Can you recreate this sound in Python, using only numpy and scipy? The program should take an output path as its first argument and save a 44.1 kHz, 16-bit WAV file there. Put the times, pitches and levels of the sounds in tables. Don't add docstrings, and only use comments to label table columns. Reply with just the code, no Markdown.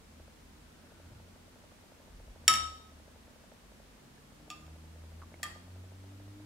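import sys
import numpy as np
from scipy import signal
from scipy.fft import rfft, irfft
from scipy.io import wavfile
from scipy.ndimage import uniform_filter1d

SR = 44100
rng = np.random.default_rng(int(sys.argv[2]) if len(sys.argv) > 2 else 0)


def store_pcm(level_fs):
    pcm = np.round(np.clip(level_fs, -1, 1) * 32767).astype(np.int16)
    wavfile.write(sys.argv[1], SR, np.atleast_2d(pcm).T)


N = 284610


def amp(db):
    return 10 ** (np.asarray(db) / 20)


def unit_rms(x):
    return x / np.sqrt(np.mean(x ** 2) + 1e-20)


def value_at(points, hz):
    f, value = np.transpose(points)
    return np.interp(np.log(hz + 1), np.log(f + 1), value)


def add(mix, start_s, sound):
    part = mix[:, max(round(start_s * SR), 0):][:, :sound.shape[-1]]
    part += sound[..., :part.shape[1]]


def coloured(x, points):
    n = x.shape[-1]
    return irfft(rfft(x) * amp(value_at(points, np.fft.rfftfreq(n, 1 / SR))), n)


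def decay(t, t60):
    return np.exp(-np.log(1000) * t / t60)


def mode(t, hz, t60, phase=0):
    return np.sin(2 * np.pi * hz * t + phase) * decay(t, t60)


def air(level_db=-59):
    # frequency in Hz, relative spectral density in dB.
    spectrum = [(20, -25.5), (32, -8), (42, -9), (49, 2), (58, -11.5), (90, -9.5), (120, -12.5),
                (170, -12.5), (248, -8), (290, -15.5), (500, -18), (760, -21.5), (2500, -28), (8650, -34.5),
                (14300, -41), (16000, -45)]
    # frequency in Hz, left-right correlation.
    correlation = [(60, 0.94), (130, 0.67), (290, .75), (640, 0.094), (1410, 0.032), (3100, -0.0),
                   (6820, 0), (15000, 0.085)]
    hz = np.fft.rfftfreq(N, 1 / SR)
    left, independent = rfft(rng.standard_normal((2, N)))
    alike = value_at(correlation, hz)
    right = alike * left + np.sqrt(1 - alike ** 2) * independent
    pair = irfft(np.array([left, right]) * amp(value_at(spectrum, hz)) / np.sqrt(1 + alike), N)
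    return amp(level_db) * pair / pair.mean(0).std()


def engine(coasting_db=-76, pulling_db=-64.5, full_load_hz_per_s=12.4, load_smoothing_s=1.31):
    # time in seconds, firing rate in Hz.
    speed = [(0, 79.7), (.6, 76.23), (1.25, 89.07), (2.45, 79.93), (3.95, 65), (4.4, 74.86), (4.7, 78.96),
             (5.2, 81.75), (5.75, 90.64), (6.45, 102.3)]
    # time in seconds, level of the fundamental in dB.
    hum_level = [(0.0, -70), (0.21, -52), (0.3, -62.5), (0.92, -69.5), (1.06, -55.5), (1.9, -75),
                 (2.66, -47), (2.82, -63), (2.86, -58.5), (3.65, -71.5), (4.47, -77), (4.67, -54),
                 (5.21, -51), (5.34, -60), (5.39, -54), (5.64, -59), (5.71, -49), (6.45, -53.5)]
    # harmonic number, relative level in dB.
    overtones = [(2, 0.5), (3, -0.5), (4, -9.5)]
    # frequency in Hz, the room's gain on the overtones in dB.
    room_gain = [(130, -0.5), (160, 0), (200, -6), (245, -9), (280, -3.5), (300, 10), (325, 4), (420, 1)]
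    t = np.arange(N) / SR
    knots = np.linspace(0, t[-1], 90)

    def drift():
        return np.interp(t, knots, rng.standard_normal(len(knots)))

    hz = np.interp(t, *np.transpose(speed))
    acceleration = uniform_filter1d(np.gradient(hz) * SR, int(load_smoothing_s * SR))
    load = np.clip(acceleration / full_load_hz_per_s, 0, 1)
    overtone_db = coasting_db + (pulling_db - coasting_db) * load
    phase = 2 * np.pi * np.cumsum(hz) / SR
    hum_db = np.interp(t, *np.transpose(hum_level)) + 1.5 * drift()
    out = amp(hum_db) * np.sin(phase)
    for k, db in overtones:
        level = amp(overtone_db + db + value_at(room_gain, k * hz))
        flutter = 1 + 0.32 * drift()
        out += level * flutter * np.sin(k * phase + 2 * np.pi * rng.random())
    return np.sqrt(2) * out


def focus_motor(whirr_s=0.0093, from_hz=360, to_hz=800, whirr_db=-54.5, vary_db=2.2):
    # first step and end, in seconds.
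    hunting = [(.1175, .3), (.8375, 3.85), (4.3175, 6.42)]
    # frequency in Hz, t60 in seconds, level in dB.
    barrel_modes = [(904, 0.058, -62.5), (1470, 0.0064, -56)]
    out, t = np.zeros((2, N)), np.arange(SR // 10) / SR
    progress = np.minimum(t / whirr_s, 1)
    phase = 2 * np.pi * np.cumsum(from_hz + (to_hz - from_hz) * progress) / SR
    tick = amp(whirr_db) * np.sin(np.pi * progress) * np.sin(phase)
    tick += sum(amp(db) * mode(t, hz, t60) for hz, t60, db in barrel_modes)
    step_s, group_s = 0.08, 0.36
    groups = group_s * np.arange(9)[:, None] + step_s * np.arange(4)
    pattern = groups.ravel()[1:] - step_s
    for first, end in hunting:
        for start in first + pattern[first + pattern < end]:
            add(out, start, amp(vary_db * rng.standard_normal()) * tick)
    return out


def handling():
    # centre and length in seconds, level at the crest in dB, lower and upper edge in Hz.
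    swells = [(0.95, 1, -71, 1320, 1570), (1.14, 0.28, -53, 66, 111), (1.08, 0.25, -63, 150, 390),
              (2.24, 0.46, -52, 30.1, 54)]
    out = np.zeros((2, N))
    for centre, length, db, *band_hz in swells:
        bandpass = signal.butter(2, band_hz, "bandpass", fs=SR, output="sos")
        noise = signal.sosfilt(bandpass, rng.standard_normal(SR))
        swell = np.hanning(int(length * SR))
        add(out, centre - length / 2, amp(db) * unit_rms(noise[:len(swell)]) * swell)
    return out


def tube(t, place, spread_rad=0.097, crack_t60=0.023, rise_s=0.00028):
    # frequency in Hz, t60 in seconds, levels in dB for contact places 0, 1 and 2.
    modes = [(726, 0.025, -39, -44, -46), (1803, 0.047, -25, -53, -31.5), (1953, 0.023, -22.5, -58, -29.5),
             (2220, 0.0087, -11, -40, -37), (2410, 0.019, -22.5, -36, -40.5),
             (2676, 0.035, -24.5, -36, -44.5), (3020, 0.012, -9.5, -39, -52),
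             (3453, 0.00895, -20.5, -30, -54), (4294, 0.021, -31.5, -49, -35.5),
             (4544, 0.047, -24.5, -45, -60), (5452, 0.026, -11, -39, -36.5), (5610, 0.037, -11.5, -63, -55),
             (5655, 0.016, -15, -43, -60), (6965, .016, -30.5, -32.5, -31.5),
             (7080, 0.035, -13.5, -56, -40), (7580, .013, -15.5, -37, -30), (7870, 0.023, -19, -51, -37),
             (8160, 0.016, -30.5, -57, -35), (8720, 0.014, -17, -68, -49), (9280, 0.01604, -22, -62, -48),
             (10000, 0.013, -24.5, -58, -42), (12500, 0.0067, -29, -66, -37),
             (12940, 0.0089, -31, -70, -49), (14360, .01, -31, -76, -51), (15050, .02, -30, -78, -47)]
    crack_db = [-17, -39.5, -34.5]
    # frequency in Hz, relative level in dB.
    crack_spectrum = [(100, -18.5), (400, -9), (1000, -9), (2500, 0), (8000, -4), (11000, -7.5),
                      (16000, -13.5)]
    phases = spread_rad * rng.standard_normal((len(modes), 2, 1))
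    ring = sum((-1) ** k * amp(db[place]) * mode(t, hz, t60, phases[k])
               for k, (hz, t60, *db) in enumerate(modes))
    noise = unit_rms(coloured(rng.standard_normal((2, len(t))), crack_spectrum))
    return ring * (1 - np.exp(-t / rise_s)) + amp(crack_db[place]) * noise * decay(t, crack_t60)


def tumbler(t, place, water, split_hz=1.9, twin_gain=0.55, settle_s=0.097, settled_t60=0.059):
    # frequency in Hz, t60 and rise in seconds, share of frequency lost at full water rise,
    # gain into the room in dB, levels in dB for contact places 0, 1 and 2.
    wall_modes = [(1280, 0.5, 0.012, .0585, -12, -21.5, -40, -35),
                  (3715, 0.19, 0.0017, 0.13, 5, -31, -57.5, -43),
                  (3764, 0.13, 0.00065, 0.037, 1, -30.5, -63, -63),
                  (5500, 0.15, .001, .146, 4, -38, -58, -44.5),
                  (7025, 0.14, .001, .121, -4.5, -35, -59, -47),
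                  (10880, .13, .001, 0.155, 0.5, -38, -69, -49)]
    direct, to_room = np.zeros((2, len(t)))
    choke = decay(np.maximum(t - settle_s, 0), settled_t60)
    for hz, t60, rise_s, sag, room_db, *db in wall_modes:
        hz *= 1 - sag * water
        if place:
            t60 *= 0.28
        pair = (mode(t, hz, t60) + twin_gain * mode(t, hz + split_hz, t60)) / (1 + twin_gain)
        ring = amp(db[place]) * pair * choke * (1 - np.exp(-t / rise_s))
        direct += ring
        to_room += amp(room_db) * ring
    return direct * amp([[0.5], [-0.5]]), to_room


def clinks():
    # start in seconds, strength in dB, contact place (0 the rim, 1 and 2 the wall),
    # water rise from 0 to 1, further gain on the tumbler's ring in dB.
    impacts = [(2.4792, 1, 0, 0, 4), (2.538, -14.5, 0, 0, -24), (2.5553, -20, 0, 0.1, -24),
               (4.502, -4.5, 1, 0.92, 9.5), (4.5128, -11.5, 1, .72, -28), (4.665, -26, 1, 0.75, 3),
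               (5.4304, -0.5, 2, 0.99, 4), (5.4378, -5.5, 2, 0.7, -28)]
    direct, to_room = np.zeros((2, 2, N))
    t = np.arange(0, 0.7, 1 / SR)
    for start, db, place, water, ring_db in impacts:
        clack = tube(t, place)
        ring, ring_to_room = tumbler(t, place, water)
        add(direct, start, amp(db) * (clack + amp(ring_db) * ring))
        add(to_room, start, amp(db) * (clack + amp(ring_db) * ring_to_room))
    return direct + room(to_room)


def room(x, tail_db=-3, build_s=0.0024):
    # frequency in Hz, reverberation time in seconds.
    decay_times = [(200, 1), (700, 0.67), (1700, 0.44), (4500, 0.55), (8000, 0.49), (12000, 0.31),
                   (16000, .25)]
    # frequency in Hz, gain on the tail in dB.
    colour = [(200, 0.5), (800, 5), (1280, 10), (1800, 0.5), (3600, -2), (5500, -5), (7500, -8),
              (11000, 0.5), (16000, -8)]
    # delay in seconds, left and right gain in dB.
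    reflections = [(.0012, -20, -19.5), (.0052, -16.5, -20.5), (0.0132, -16.5, -32.5), (0.0191, -22, -20)]
    hz, t, noise = signal.stft(rng.standard_normal((2, SR)), SR, nperseg=256)
    _, tail = signal.istft(noise * decay(t, value_at(decay_times, hz)[:, None]), SR, nperseg=256)
    tail *= 1 - np.exp(-np.arange(tail.shape[1]) / SR / build_s)
    response = amp(tail_db) * coloured(tail / np.linalg.norm(tail[0]), colour)
    for delay, left_db, right_db in reflections:
        response[:, round(delay * SR)] += amp([left_db, right_db])
    return signal.fftconvolve(x, response[:, :int(0.8 * SR)], axes=1)[:, :N]


def table_thumps(rise_s=0.015):
    # start in seconds, strength in dB.
    blows = [(2.482, 8.5), (5.342, -15), (5.432, -5)]
    # frequency in Hz, t60 in seconds, level in dB.
    modes = [(115.7, .6, -57), (137, .5, -54.5), (214, .7, -58.5), (299, 0.62, -60.5), (340.4, .4, -55.5),
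             (494, .4, -60)]
    out, t = np.zeros((2, N)), np.arange(SR) / SR
    boom = sum(amp(db) * mode(t, hz, t60) for hz, t60, db in modes) * (1 - np.exp(-t / rise_s))
    for start, db in blows:
        add(out, start, amp(db) * boom)
    return out


def underwater_knocks():
    # start in seconds, level in dB, frequency in Hz, t60 in seconds.
    knocks = [(4.178, -54.5, 1708, 0.022), (5.2188, -42, 1370, .012), (5.224, -41, 1160, 0.015),
              (5.234, -46.5, 1130, 0.033), (5.342, -36.5, 610, 0.0062), (5.341, -46.5, 2170, 0.018),
              (5.3456, -53, 2200, 0.0088)]
    out, t = np.zeros((2, N)), np.arange(SR // 10) / SR
    for start, db, hz, t60 in knocks:
        add(out, start, amp(db) * mode(t, hz, t60))
    return out


def scene():
    return clinks() + underwater_knocks() + table_thumps() + focus_motor() + engine() + handling() + air()


def record(dry, ceiling=0.65, cutoff_hz=15800):
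    saturated = dry / (1 + (dry / ceiling) ** 4) ** (1 / 4)
    lowpass = signal.firwin(511, cutoff_hz, window=("kaiser", 9), fs=SR)
    return signal.oaconvolve(saturated, lowpass[None], "same")


dry = scene()
out = record(dry)
store_pcm(out)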